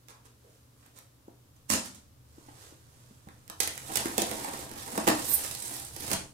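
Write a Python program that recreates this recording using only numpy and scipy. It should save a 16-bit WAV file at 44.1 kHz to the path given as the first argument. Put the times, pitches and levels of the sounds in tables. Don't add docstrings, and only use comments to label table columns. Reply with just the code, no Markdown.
import sys
import numpy as np
from scipy import signal
from scipy.fft import rfft, irfft, next_fast_len
from scipy.io import wavfile
from scipy.ndimage import map_coordinates

SR = 44100
rng = np.random.default_rng(int(sys.argv[2]) if len(sys.argv) > 2 else 0)


def unload_audio(sound):
    columns = np.transpose(np.atleast_2d(sound))
    steps = np.round(np.clip(columns, -1, 1) * 32767)
    wavfile.write(sys.argv[1], SR, steps.astype(np.int16))


N = 279324

CUT_EFFORT = [(3.61, -44), (3.84, -48.5), (3.95, -39), (4.14, -42.5), (4.3, -40.5), (4.551, -42),
              (4.68, -49), (4.76, -43), (4.89, -42.5), (5.05, -43), (5.24, -36), (5.45, -36), (5.57, -43.5),
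              (5.78, -40.5), (5.92, -49.5), (5.99, -41), (6.137, -31.5)]
PAPER_GAINS_DB = (-1.5, 0.5, -2)
TAPE_GAINS_DB = (-1, -5, 2)
FIBRE_TEARS = [(3.626, 0.014, -26), (3.972, 0.0022, -37), (4.2, 0.016, -33), (5.09, 0.014, -24.5),
               (6.135, 0.0069, -30)]
RASP_SPECTRUM = [(410, -24), (700, -9), (922, -5.5), (1210, -9.5), (3160, -8.5), (3640, -6), (7010, -4.5),
                 (8310, -7.5), (13300, -5), (15000, -31), (16000, -48)]
FILM_MODES = [(6600, 2800, -12), (8450, 1300, 2), (9940, 1200, -5.5), (10800, 2300, -10),
              (13100, 1300, -17)]
BOX_MODES = [(209.6, 29, -4), (293, 17, -2), (330.4, 23, -2.5), (509, 157, -7), (636, 85, -6),
             (666, 33, -0.5), (786, 66, -2.5), (956, 35, -3), (1060, 42, -5), (1316, 310, -13.5),
             (1820, 120, -7), (1920, 840, -14.5)]
# t/s, crack/dB, box/dB
SNAPS_AND_TICKS = [(0.085, -36.5, -44), (0.863, -43.5, -58), (0.988, -34, -65), (1.281, -56, -64),
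                   (3.287, -44, -40.5), (3.479, -36, -59), (3.499, -25, -36), (3.603, -6, -45),
                   (3.675, -14.5, -38.5), (3.778, -24.5, -63), (3.9565, -8.5, -35), (3.971, -9.5, -55),
                   (4.057, -21.5, -25), (4.180, -8.5, -22), (4.219, -12, -25), (4.3137, -21, -27.5),
                   (4.446, -27, -28.5), (4.7145, -28, -35), (4.9772, -18, -24), (5.070, -19, -19),
                   (5.076, -9.5, -13.5), (5.086, -10.5, -16), (5.101, -16, -28.5), (5.512, -21, -53),
                   (5.550, -22, -45), (5.964, -25.5, -42), (6.115, -13, -30.5), (6.132, -10.5, -27)]
CRACK_SPECTRUM = [(250, -19), (500, -8.5), (1000, -13.5), (2000, -8.5), (3200, -9.5), (4000, -9.5),
                  (5500, -8), (8600, -3.5), (13000, -8.5), (16000, -10.5)]
BLADE_GRABS = [(5.255, 0.004, -34), (5.305, 0.019, -26.5), (5.339, 0.0073, -19.5), (5.351, 0.0056, -18.5)]
BLADE_MODES = [(8680, 190, -6), (10350, 100, -4), (13200, 35, -10), (13200, 34, 5), (14360, 45, -2),
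               (14280, 54, 2), (15300, 41, -2)]
SQUEAL_SPECTRUM = [(2940, -66), (5000, -47), (7380, -18), (8290, -7), (9880, -1), (10900, -3), (13300, 8),
                   (15100, 0.5), (16000, -23)]

FLOOR_CLACKS = [(1.702, -6), (1.7038, -15), (1.713, -13.5), (1.722, -14), (1.7373, -8.5), (1.7579, -24)]
FLOOR_SLIDES = [(1.698, 0.051, -27), (1.85, 0.012, -38), (1.948, 0.0031, -45.5)]
FLOOR_SPECTRUM = [(40, -30), (70, -7), (150, -16), (212, 3), (310, -10), (420, -21), (610, -11), (760, -15),
                  (1300, -11), (3000, -14.5), (5500, -9.5), (8200, -5.5), (13000, -14), (15800, -21)]
PANEL_BUMPS = [(1.281, -38, 307), (1.757, -28.5, 265), (2.381, -42, 310), (2.484, -43, 293),
               (2.723, -45.5, 308), (3.108, -44.5, 214), (3.271, -35.5, 170), (3.497, -47, 233),
               (4.056, -21, 293), (4.184, -23.5, 367), (4.933, -31, 234), (5.092, -17.5, 208),
               (6.139, -23.5, 175)]
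BOX_BRUSHES = [(0.1, 0.016, -52), (0.26, 0.0094, -55), (0.52, 0.11, -68), (0.83, 0.068, -65.5),
               (0.975, 0.02, -53.5), (1.565, 0.01, -63.5), (2.43, 0.14, -62.5), (2.63, 0.082, -54.5),
               (2.98, 0.19, -64), (3.42, 0.27, -67.5)]
BRUSH_SPECTRUM = [(250, -14), (450, -6.5), (750, -8.5), (1200, -7.5), (2200, -14), (4000, -13),
                  (8400, -7.5), (13500, -16), (16000, -25)]
FINGER_SCUFFS = [(0.083, -53.5, 960, 0.21), (0.442, -60, 473, 0.16), (0.827, -58, 1280, 0.033),
                 (0.859, -47.5, 1500, 0.0072), (1.294, -58, 850, 0.015), (2.486, -42.5, 820, 0.02)]

HAND_HOLDS = [(1.6, 2.3, -65), (3.9, 1.6, -53), (6.12, 0.03, -45.5)]
RUMBLE_SPECTRUM = [(15, -4.5), (45, -23), (72, 2), (100, -4.5), (125, 3), (170, -13.5), (400, -52),
                   (1000, -94)]
AIR_SPECTRUM = [(20, -16), (45, -10.5), (75, -2), (125, -5.5), (190, -13), (285, -7), (370, -16.5),
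                (480, -12.5), (700, -20.5), (1100, -19), (2000, -26), (4000, -25.5), (14500, -27),
                (16000, -32)]
ECHO_DECAY = [(100, 0.4), (300, 0.49), (1000, 0.35), (4000, 0.34), (9000, 0.35), (15000, 0.27)]
ECHO_SPECTRUM = [(100, -7), (300, -1.5), (1000, -2.5), (4000, -1.5), (9000, -7.5), (12000, -9.5),
                 (15500, -17.5)]
COHERENCE = [(25, 0.24), (70, 0.95), (130, 0.88), (250, 0.88), (500, 0.26), (1000, 0), (16000, 0.01)]
LEFT_SHADOW = [(150, -3), (350, 3.5), (700, -5), (2000, -7), (6000, -82), (13000, -39)]


def cutting():
    rasp_gain, box_gain, hiss_gain = seam_gains()
    grip = unit(amp(1.43 * wobble(30) + 2.96 * wobble(160)))
    slips = grip * friction(rate_hz=1400, spread_db=1.0, smooth=0.62)
    tearing = swells(FIBRE_TEARS) * friction(rate_hz=2100, spread_db=11, smooth=0.14)
    seam = coloured(rasp_gain * slips + tearing, RASP_SPECTRUM)
    hiss = hiss_gain * grip * friction(rate_hz=900, spread_db=-2.0, smooth=0.62)
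    film = np.zeros(N)
    for hz, width_hz, db in FILM_MODES:
        drift = unit(amp(3.1 * wobble(13)))
        film += amp(db) * resonate(hiss * drift, [(hz, width_hz, 0)])
    drag = amp(-3) * box_gain * grip * friction(rate_hz=580, spread_db=11.5, smooth=0.23)
    return seam + amp(-3.5) * film + resonate(drag + amp(-13) * tearing, BOX_MODES)


def seam_gains(label_from_s=3.82, label_to_s=5.24, edge_s=0.017):
    t = np.arange(N) / SR
    s, db = np.transpose(CUT_EFFORT)
    gate = strokes([(s[0], s[-1] - s[0], 0)], attack_s=0.031, release_s=0.0069)
    effort = amp(np.interp(t, s, db)) * gate
    in_label = (np.tanh((t - label_from_s) / edge_s) - np.tanh((t - label_to_s) / edge_s)) / 2
    return [effort * amp(tape + (paper - tape) * in_label)
            for paper, tape in zip(PAPER_GAINS_DB, TAPE_GAINS_DB)]


def snaps_and_ticks():
    cracks, kicks = np.zeros(N), np.zeros(N)
    for s, crack_db, box_db in list(SNAPS_AND_TICKS) + fibres():
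        t60_s = 0.027 * 10 ** ((crack_db + 11) / 40)
        add(cracks, s, amp(crack_db + 16.5) * fracture(t60_s, crumble=2.35))
        add(kicks, s, amp(box_db + 23) * fracture(t60_s=0.0052, crumble=0.98))
    return coloured(cracks, CRACK_SPECTRUM) + resonate(kicks, BOX_MODES)


def fibres(rate_hz=16, crack_db=9.5, box_db=-3.5):
    s, db = np.transpose(CUT_EFFORT)
    hits = np.flatnonzero(rng.random(N) < rate_hz / SR)
    scatter_db = np.clip(rng.standard_normal((N, 2)), -2, 2)[hits]
    levels_db = np.interp(hits / SR, s, db)[:, None] + scatter_db + [crack_db, box_db]
    return [(at, crack, box) for at, (crack, box) in zip(hits / SR, levels_db) if s[0] < at < s[-1]]


def squeak(stutter_hz=165, depth_db=3):
    stutter = np.sin(2 * np.pi * stutter_hz * np.arange(N) / SR + wobble(60))
    grab = swells(BLADE_GRABS) * unit(amp(depth_db * stutter + 3 * wobble(900)))
    steel = resonate(grab * rng.standard_normal(N), BLADE_MODES)
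    film = coloured(grab * rng.standard_normal(N), SQUEAL_SPECTRUM)
    return amp(-2) * steel + amp(0.5) * film


def knife_pickup():
    blows = np.zeros(N)
    for s, db in FLOOR_CLACKS:
        add(blows, s, amp(db + 14) * fracture(t60_s=0.011, crumble=1.0))
    contact = strokes(FLOOR_SLIDES, attack_s=0.0083, release_s=0.028)
    slide = contact * friction(rate_hz=1200, spread_db=1.5, smooth=0.41)
    return coloured(blows, FLOOR_SPECTRUM), coloured(slide, FLOOR_SPECTRUM)


def bumps(t60_s=0.037, rise_s=0.0031, lowpass_hz=900):
    panel, kicks = np.zeros(N), np.zeros(N)
    t = np.arange(SR // 8) / SR
    for s, db, hz in PANEL_BUMPS:
        envelope = amp(db + 5.5 - 60 * t / t60_s) * (1 - np.exp(-t / rise_s))
        add(panel, s, envelope * np.sin(2 * np.pi * hz * t))
        add(kicks, s, amp(db + 13) * fracture(t60_s=0.018, crumble=0.86))
    pushes = signal.lfilter(*signal.butter(2, lowpass_hz, fs=SR), kicks)
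    return panel + resonate(pushes, BOX_MODES)


def brushing():
    rub = swells(BOX_BRUSHES) * friction(rate_hz=700, spread_db=-1.5, smooth=0.56)
    return amp(3.5) * coloured(rub, BRUSH_SPECTRUM)


def scuffs(q=3.5):
    out, t = np.zeros(N), np.arange(SR // 8) / SR
    for s, db, hz, decay_s in FINGER_SCUFFS:
        rub = signal.lfilter(*signal.iirpeak(hz, q, SR), rng.standard_normal(len(t)))
        add(out, s, amp(db - 30 * t / decay_s) * unit(rub))
    return out


def direct(x, lag_s=0.00037):
    def response(hz):
        left = amp(along(LEFT_SHADOW, hz)) * np.exp(-2j * np.pi * hz * lag_s)
        return np.array([left, np.ones_like(hz)])
    return filtered(x, response)


def room(x, build_s=0.016, early_gain=0.84, patterns=8):
    active = np.arange(N) // (SR // 25) % patterns
    out = np.zeros((2, N))
    for k in range(patterns):
        hz, t, noise = signal.stft(rng.standard_normal((2, SR // 2)), SR, nperseg=256)
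        onset = np.where(t < build_s, early_gain, 1) * (t > 0)
        decay = onset * amp(-60 * t / along(ECHO_DECAY, hz)[:, None])
        band_norm = np.sqrt(np.mean(decay ** 2, axis=1, keepdims=True) * SR / 2)
        shape = amp(along(ECHO_SPECTRUM, hz))[:, None] * decay / band_norm
        tail = diffuse(signal.istft(noise * shape, SR, nperseg=256)[1])
        out += signal.oaconvolve((x * (active == k))[None], tail, axes=1)[:, :N]
    return out


def background(air_db=-62.5, rest_db=-71.5, hum_db=-61.5, hum_hz=120):
    air = diffuse(np.array([unit(coloured(rng.standard_normal(N), AIR_SPECTRUM)) for _ in range(2)]))
    rumble = diffuse(np.array([coloured(rng.standard_normal(N), RUMBLE_SPECTRUM) for _ in range(2)]))
    handling = amp(rest_db) + strokes(HAND_HOLDS, attack_s=0.42, release_s=0.27)
    hum_gain = amp(hum_db + 0.35 * wobble(0.87))
    hum = np.sin(2 * np.pi * hum_hz * np.arange(N) / SR + 0.94 * wobble(1.282))
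    return amp(air_db) * air + handling * rumble + hum_gain * hum


def friction(rate_hz, spread_db, smooth):
    slips = (rng.random(N) < rate_hz / SR) * rng.choice([-1, 1], N)
    sizes = amp(spread_db * np.minimum(rng.standard_normal(N), 2))
    return unit(unit(slips * sizes) + smooth * rng.standard_normal(N))


def fracture(t60_s, crumble):
    t = np.arange(SR // 25) / SR
    grains = rng.standard_normal(len(t)) * np.abs(rng.standard_normal(len(t)))
    tail = grains * amp(-60 * t / t60_s)
    burst = crumble * tail / np.linalg.norm(tail)
    burst[0] = 1
    return burst / np.linalg.norm(burst)


def resonate(x, modes, size=16384):
    f = np.fft.rfftfreq(size, 1 / SR)
    response = sum((-1) ** k * amp(db) * 1j * f * width / (hz * hz - f * f + 1j * f * width)
                   for k, (hz, width, db) in enumerate(modes))
    kernel = irfft(response)
    return signal.oaconvolve(x, kernel / np.linalg.norm(kernel))[:N]


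def coloured(x, spectrum, size=8192):
    magnitude = amp(along(spectrum, np.fft.rfftfreq(size, 1 / SR)))
    cepstrum = irfft(np.log(magnitude + 1e-6))
    cepstrum[1:size // 2] *= 2
    cepstrum[size // 2 + 1:] = 0
    kernel = irfft(np.exp(rfft(cepstrum)))
    return signal.oaconvolve(x, kernel / np.linalg.norm(kernel))[:N]


def filtered(x, response):
    size = next_fast_len(N + SR // 2, True)
    return irfft(rfft(x, size) * response(np.fft.rfftfreq(size, 1 / SR)), size)[..., :N]


def diffuse(pair):
    size = pair.shape[1]
    correlation = along(COHERENCE, np.fft.rfftfreq(size, 1 / SR))
    angle = np.arccos(np.clip(correlation, -1, 1)) / 2
    mid, side = irfft(rfft(pair) * [np.cos(angle), np.sin(angle)], size)
    return np.array([mid + side, mid - side])


def strokes(rows, attack_s, release_s):
    t = np.arange(N) / SR
    gain = np.zeros(N)
    for s, length_s, db in rows:
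        before = np.maximum((s - t) / attack_s, 0)
        after = np.maximum((t - s - length_s) / release_s, 0)
        gain += amp(db - 20 * (before + after))
    return gain


def swells(rows):
    t = np.arange(N) / SR
    return sum(amp(db) / np.cosh(np.clip((t - s) / half_s, -20, 20)) ** 2 for s, half_s, db in rows)


def wobble(rate_hz):
    knots = rng.standard_normal(int(N * rate_hz / SR) + 4)
    return map_coordinates(knots, [np.arange(N) * rate_hz / SR])


def along(points, hz):
    f, values = np.transpose(points)
    return np.interp(np.log(hz + 1), np.log(f + 1), values)


def add(track, at_s, x):
    part = track[round(at_s * SR):][:len(x)]
    part += x[:len(part)]


def amp(db):
    return 10 ** (np.asarray(db) / 20)


def unit(x):
    return x / np.sqrt(np.mean(x ** 2) + 1e-20)


def scene():
    clacks, slide = knife_pickup()
    pops, thuds, squeal = snaps_and_ticks(), bumps(), squeak()
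    rasp = cutting() + brushing() + scuffs()
    near = amp(-2.5) * clacks + amp(-1) * slide + amp(-2) * pops + thuds + amp(-2) * rasp + squeal
    to_walls = (amp(-0.5) * clacks + amp(1.5) * slide + amp(-1.5) * pops
                + amp(-2) * thuds + amp(-0.5) * rasp + amp(1.5) * squeal)
    return direct(near) + room(to_walls) + background()


def record(dry):
    ceiling, top_hz = 0.93, 15750
    rounded = dry / (1 + (dry / ceiling) ** 4) ** (1 / 4)
    return filtered(rounded, lambda hz: 1 / np.sqrt(1 + (hz / top_hz) ** 160))


dry = scene()
out = record(dry)
unload_audio(out)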